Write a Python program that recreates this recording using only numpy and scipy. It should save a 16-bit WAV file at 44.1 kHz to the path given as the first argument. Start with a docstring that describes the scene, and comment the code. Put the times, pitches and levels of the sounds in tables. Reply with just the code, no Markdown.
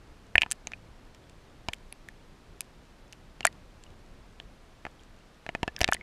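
"""A camera in a waterproof housing is held just under the surface of shallow sea water. Moving water rumbles
softly throughout, with a faint hiss and a few tiny ticks. Near the start, a burst of knocks and clicks sounds
through the housing, which rings on, and bubbles pop. Scattered taps follow, stronger at about 1.7 and 3.5
seconds. From about 5.5 seconds a quick cluster of knocks comes as the camera dips back under, and the rumble
swells."""
import sys
import numpy as np
from scipy import signal
from scipy.fft import rfft, irfft
from scipy.io import wavfile

SR = 44100
rng = np.random.default_rng(int(sys.argv[2]) if len(sys.argv) > 2 else 0)


def unload_wav(signal):
    """Save mono or channel-first audio to the path in sys.argv[1] as 16-bit WAV at rate SR, clipped to [-1, 1]."""
    wavfile.write(
        sys.argv[1],
        SR,
        np.round(np.clip(np.atleast_2d(signal).T, -1, 1) * 32767).astype(np.int16),
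    )


N = 265631
EVENT_SAMPLES = 4096  # room for one short sound to die away


def from_db(db):
    """Turn decibels into a number to multiply a sound by."""
    return 10 ** (np.asarray(db) / 20)


def peak_one(sound):
    """Scale a sound so that its peak is 1."""
    return sound / np.abs(sound).max()


def band(sound, hz, kind, order=2):
    """Keep the "low" pitches, the "high" ones or a "band" between two."""
    return signal.sosfilt(signal.butter(order, np.clip(hz, 10, .45 * SR), kind, fs=SR, output="sos"), sound)


def add(track, start_s, sound):
    """Mix a sound into the track at its start time."""
    start = round(start_s * SR)
    part = sound[:max(N - start, 0)]
    track[start:start + len(part)] += part


def blow():
    """The shortest possible hit: one sample, holding every pitch."""
    return signal.unit_impulse(EVENT_SAMPLES) + 1e-18


def echoes(sound, level_db, fade_s, low_hz):
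    """A dense tail of reflections, new each time; it falls 60 dB in fade_s."""
    t = np.arange(EVENT_SAMPLES) / SR
    tail = rng.standard_normal(len(t)) * from_db(-60 * t / fade_s) * (t > .0004)
    tail = band(tail, low_hz, "high")
    return from_db(level_db) * signal.fftconvolve(sound, tail / np.linalg.norm(tail))[:len(t)]


def water(steady_db=-54, rumble_hz=350, waver_db=2.0):
    """A smooth hiss over a rumble that swells as water flows round the housing."""
    # how strong the steady noise is from bass to treble: pitch_hz, relative_level_db
    tone_shape = [(12, -28), (20, 5), (45, -10), (81, -15), (234, -19.5), (277, -22), (328, -21.5),
                  (542, -24.5), (590, -25), (873, -27.5), (1220, -29), (4420, -38.5), (14300, -53.5),
                  (16000, -65.5)]
    # how the flow raises and lowers the rumble: time_s, boost_db
    flow = [(0.0, 2), (4.2, 2), (4.8, 0), (5.4, -1.5), (6.02, 6)]
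    pitch_hz, level_db = np.transpose(tone_shape)
    gains = from_db(np.interp(np.log(np.fft.rfftfreq(N, 1 / SR) + 1), np.log(pitch_hz), level_db))
    noise = irfft(rfft(rng.standard_normal(N)) * gains, N)
    noise = band(noise, 28.7, "high")
    noise *= from_db(steady_db) / noise.std()
    rumble = band(noise, rumble_hz, "low", order=1)
    t = np.arange(N) / SR
    eddies = np.interp(t, np.linspace(0, t[-1], 70), rng.standard_normal(70))
    swell_db = np.interp(t, *np.transpose(flow)) + waver_db * eddies
    return noise + rumble * (from_db(swell_db) - 1)


def ticks(faint_per_s=5, faint_db=-59, spread_db=4):
    """A few far-off snaps stand out; fainter ones come at random."""
    # the snaps that stand out: start_s, level_db
    clear_snaps = [(1.1475, -44), (1.2965, -44), (3.527, -46.5), (3.8374, -41), (5.0348, -48)]
    faint_snaps = [(when * N / SR, faint_db + spread_db * size)
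                   for when, size in rng.random((int(faint_per_s * N / SR), 2))]
    snap = peak_one(band(blow(), [2000, 7500], "band"))
    track = np.zeros(N)
    for start_s, level_db in clear_snaps + faint_snaps:
        tail = echoes(snap, level_db=2.0, fade_s=.008, low_hz=1500)
        add(track, start_s, from_db(level_db) * (snap + tail))
    return track


def fading_note(pitch_hz, fade_s, swell_s=0.000067):
    """One fading note that has little bass under it, as from trapped air or the ringing housing."""
    t = np.arange(EVENT_SAMPLES) / SR
    loudness = from_db(-60 * t / fade_s) * (1 - np.exp(-t / swell_s))
    return band(loudness * np.sin(2 * np.pi * pitch_hz * t), .45 * pitch_hz, "high", order=1)


def ringing_notes(tiny_per_s=1.2, tiny_db=-56, low_hz=2760, high_hz=3600):
    """Each bubble, and the housing after some knocks, rings briefly. A few notes stand out; tiny bubbles come
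    at random."""
    # the notes that stand out, from bubbles and from the housing set ringing by knocks: start_s, level_db,
    # pitch_hz
    clear_notes = [(0.3564, -12.5, 1850), (0.4327, -24.5, 950), (0.735, -25.5, 2490), (3.43, -30.5, 2800),
                   (3.4525, -18, 670), (3.472, -30.5, 4475), (3.473, -17, 1930), (3.865, -47.5, 2910),
                   (4.995, -48, 3220), (5.7824, -35, 1670), (5.9335, -25.5, 2940), (5.967, -33.5, 1970),
                   (6.011, -32, 2170)]
    tiny_pops = [(when * N / SR, tiny_db, low_hz + smallness * (high_hz - low_hz))
                 for when, smallness in rng.random((int(tiny_per_s * N / SR), 2))]
    track = np.zeros(N)
    for start_s, level_db, pitch_hz in clear_notes + tiny_pops:
        add(track, start_s, from_db(level_db) * fading_note(pitch_hz, fade_s=0.021))
    return track


def shoves(pitch_hz=62, fade_s=0.044):
    """Heavy knocks shove the whole housing into a low swing that soon stops."""
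    # the shoves: start_s, level_db
    pushes = [(0.353, -25.5), (0.381, -36), (1.685, -34), (5.633, -37.5), (5.8124, -22), (5.891, -38)]
    t = np.arange(EVENT_SAMPLES) / SR
    swing = peak_one(-np.sin(2 * np.pi * pitch_hz * t) * from_db(-60 * t / fade_s))
    track = np.zeros(N)
    for start_s, level_db in pushes:
        add(track, start_s, from_db(level_db) * swing)
    return track


def housing(sound):
    """The housing makes some pitches louder and swallows others."""
    # the pitches it lifts or lowers: pitch_hz, width_hz, boost_db
    resonances = [(497, 480, -1.5), (690, 150, 11), (1120, 200, -2.5), (1754, 88, 6), (2449, 460, 5),
                  (3092, 280, 3.5), (4950, 500, 0), (7450, 600, 4.5), (9946, 2000, 2)]
    for pitch_hz, width_hz, boost_db in resonances:
        angle = 2 * np.pi * pitch_hz / SR
        damping = np.sin(angle) * width_hz / pitch_hz / 2
        lift, cut = damping * max(from_db(boost_db), 1), damping * max(from_db(-boost_db), 1)
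        tuning = -2 * np.cos(angle)
        sound = signal.lfilter([1 + lift, tuning, 1 - lift], [1 + cut, tuning, 1 - cut], sound + 1e-18)
    return sound


def flexing_wall(sound, turn_hz):
    """A bending wall passes low pitches later than high ones, at the same level."""
    angle = 2 * np.pi * turn_hz / SR
    weights = [1 + np.sin(angle) / 2, -2 * np.cos(angle), 1 - np.sin(angle) / 2]
    return signal.lfilter(weights[::-1], weights, sound)


def housing_ring(pitch_hz, swell_s):
    """The struck housing gives a note that swells for swell_s, then dies."""
    t = np.arange(EVENT_SAMPLES) / SR
    loudness = t / swell_s * np.exp(1 - t / swell_s)
    return band(loudness * np.sin(2 * np.pi * pitch_hz * t), pitch_hz / 3.6, "high")


def contact_crack(top_hz):
    """The sharp edge of sound at the moment of contact."""
    return peak_one(band(blow(), [1500, top_hz], "band"))


def strike(ring, crack, thud, bounce_chance=.6, bounce_db=-17, soonest_s=0.0024, latest_s=.011):
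    """One hit may bounce once; it rattles round the housing, and the water returns a dull tail."""
    luck, lateness = rng.random(2)
    bounce_samples = round((soonest_s + lateness * (latest_s - soonest_s)) * SR)
    if luck < bounce_chance:
        crack = crack + from_db(bounce_db) * np.roll(crack, bounce_samples)
    direct = ring + crack + thud
    rattle = echoes(crack, level_db=-2, fade_s=0.0055, low_hz=1180)
    rattle += echoes(ring, level_db=-11, fade_s=0.0065, low_hz=1210)
    rattle += echoes(thud, level_db=-3, fade_s=0.024, low_hz=1085)
    water_tail = band(echoes(direct, level_db=-25, fade_s=0.075, low_hz=500), 3500, "low")
    return direct + rattle + water_tail


def clicks(swell_cycles=0.98, crack_db=-0.5):
    """A touch too light for a thud gives a bright crack and a very short, high ring."""
    # light touches on the housing: start_s, level_db, pitch_hz
    touches = [(0.359, -31, 9250), (0.412, -32, 2380), (0.4228, -25, 2000), (0.5057, -35, 6500),
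               (0.5135, -14, 8600), (0.5199, -13.5, 8316), (1.733, -30, 2025), (1.735, -24, 3160),
               (2.0869, -34, 1900), (2.6074, -17.5, 10230), (3.1257, -35, 5700), (3.1304, -37, 2870),
               (3.4525, -8, 7920), (3.468, -14, 9450), (5.791, -32, 13000), (5.8068, -23, 12100),
               (5.8151, -13.5, 5640), (5.9162, -27.5, 12000), (5.9333, -15, 6600), (5.9434, -22, 9100)]
    crack = from_db(crack_db) * contact_crack(top_hz=10100)
    track = np.zeros(N)
    for start_s, level_db, pitch_hz in touches:
        ring = housing_ring(pitch_hz, swell_s=swell_cycles / pitch_hz)
        add(track, start_s, from_db(level_db) * strike(ring, crack, thud=np.zeros(EVENT_SAMPLES)))
    return track


def air_inside(spread_db=1.5, pitch_spread=0.056):
    """A thud sets the air in the housing ringing, a little differently each time."""
    # the notes of that air: pitch_hz, level_db (compared with the thud), fade_s
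    air_notes = [(660, -19, 0.018), (980, -15.5, 0.02), (1791, -27, .035), (2520, -18.5, .014)]
    air = np.zeros(EVENT_SAMPLES)
    for pitch_hz, level_db, fade_s in air_notes:
        louder, higher = rng.standard_normal(2)
        note = fading_note(pitch_hz * (1 + pitch_spread * higher), fade_s)
        air += from_db(level_db + spread_db * louder) * note
    return air


def knocks(base_swell_s=.00045, swell_growth=0.17):
    """Each knock on the housing is a sharp crack, a short ring and a dull thud."""
    # the knocks: start_s, ring_db, pitch_hz, thud_db, crack_db
    hits = [(0.3553, -5.5, 1990, -21, -50), (0.3807, -5, 2640, -23, -16.5), (0.419, -12, 2970, -29, -12.5),
            (0.4327, -15.5, 2580, -27, -42), (0.4626, -30.5, 1210, -30.5, -62),
            (0.6713, -23.5, 6420, -31, -25), (0.7187, -31, 1760, -62, -33), (0.7353, -35.5, 1550, -53, -54),
            (1.686, -18, 890, -17.5, -18.5), (1.9254, -29.5, 10350, -42.5, -34.5),
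            (3.4072, -32, 2372, -31.5, -25), (3.449, -30, 1410, -30.5, -17.5), (3.4518, -5, 1465, -53, -25),
            (4.4003, -31.5, 3170, -40, -36), (4.852, -27.5, 1887, -26.5, -41),
            (4.866, -29.5, 1380, -28.5, -60), (5.4644, -30, 1890, -31.5, -34.5),
            (5.491, -25, 2100, -23.5, -38), (5.5503, -22.5, 1950, -19, -31.5),
            (5.631, -18, 860, -10.5, -28), (5.6786, -32.5, 1500, -16.5, -33),
            (5.7642, -27, 5300, -56.5, -28.5), (5.8067, -26, 2100, -25.5, -23), (5.814, -14, 707, -13, -15),
            (5.832, -31, 5030, -26, -24), (5.8437, -20, 2180, -27.5, -5.5), (5.8785, -25, 2010, -47, -18.5),
            (5.888, -30, 1410, -12.5, -40), (5.924, -9, 1485, -31, -42), (5.9473, -29.5, 2400, -31, -23.5)]
    dull_blow = band(band(blow(), [60, 600], "band", order=1), 1500, "low", order=1)
    wall_push = flexing_wall(peak_one(dull_blow), turn_hz=827)
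    track = np.zeros(N)
    for start_s, ring_db, pitch_hz, thud_db, crack_db in hits:
        swell_s = base_swell_s * from_db(swell_growth * ring_db)  # a harder knock rings longer
        ring = from_db(ring_db) * housing_ring(pitch_hz, swell_s)
        crack = from_db(crack_db) * contact_crack(top_hz=4470)
        thud = from_db(thud_db) * (wall_push + air_inside())
        add(track, start_s, strike(ring, crack, thud))
    return track


def scene():
    """Knocks, clicks and ticks pass through the housing; ringing notes, shoves and water join them."""
    through_housing = housing(knocks() + clicks() + ticks())
    return (through_housing + ringing_notes() + shoves() + water())[None]  # one channel


def record(dry, soften_hz=13000, cutoff_hz=15900):
    """Any peak past full scale is flattened; the highest treble is softened, then cut."""
    softened = band(np.clip(dry, -1, 1), soften_hz, "low")
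    steep_cut = signal.ellip(10, .1, 80, cutoff_hz, fs=SR, output="sos")
    return signal.sosfilt(steep_cut, softened)


dry = scene()
out = record(dry)
unload_wav(out)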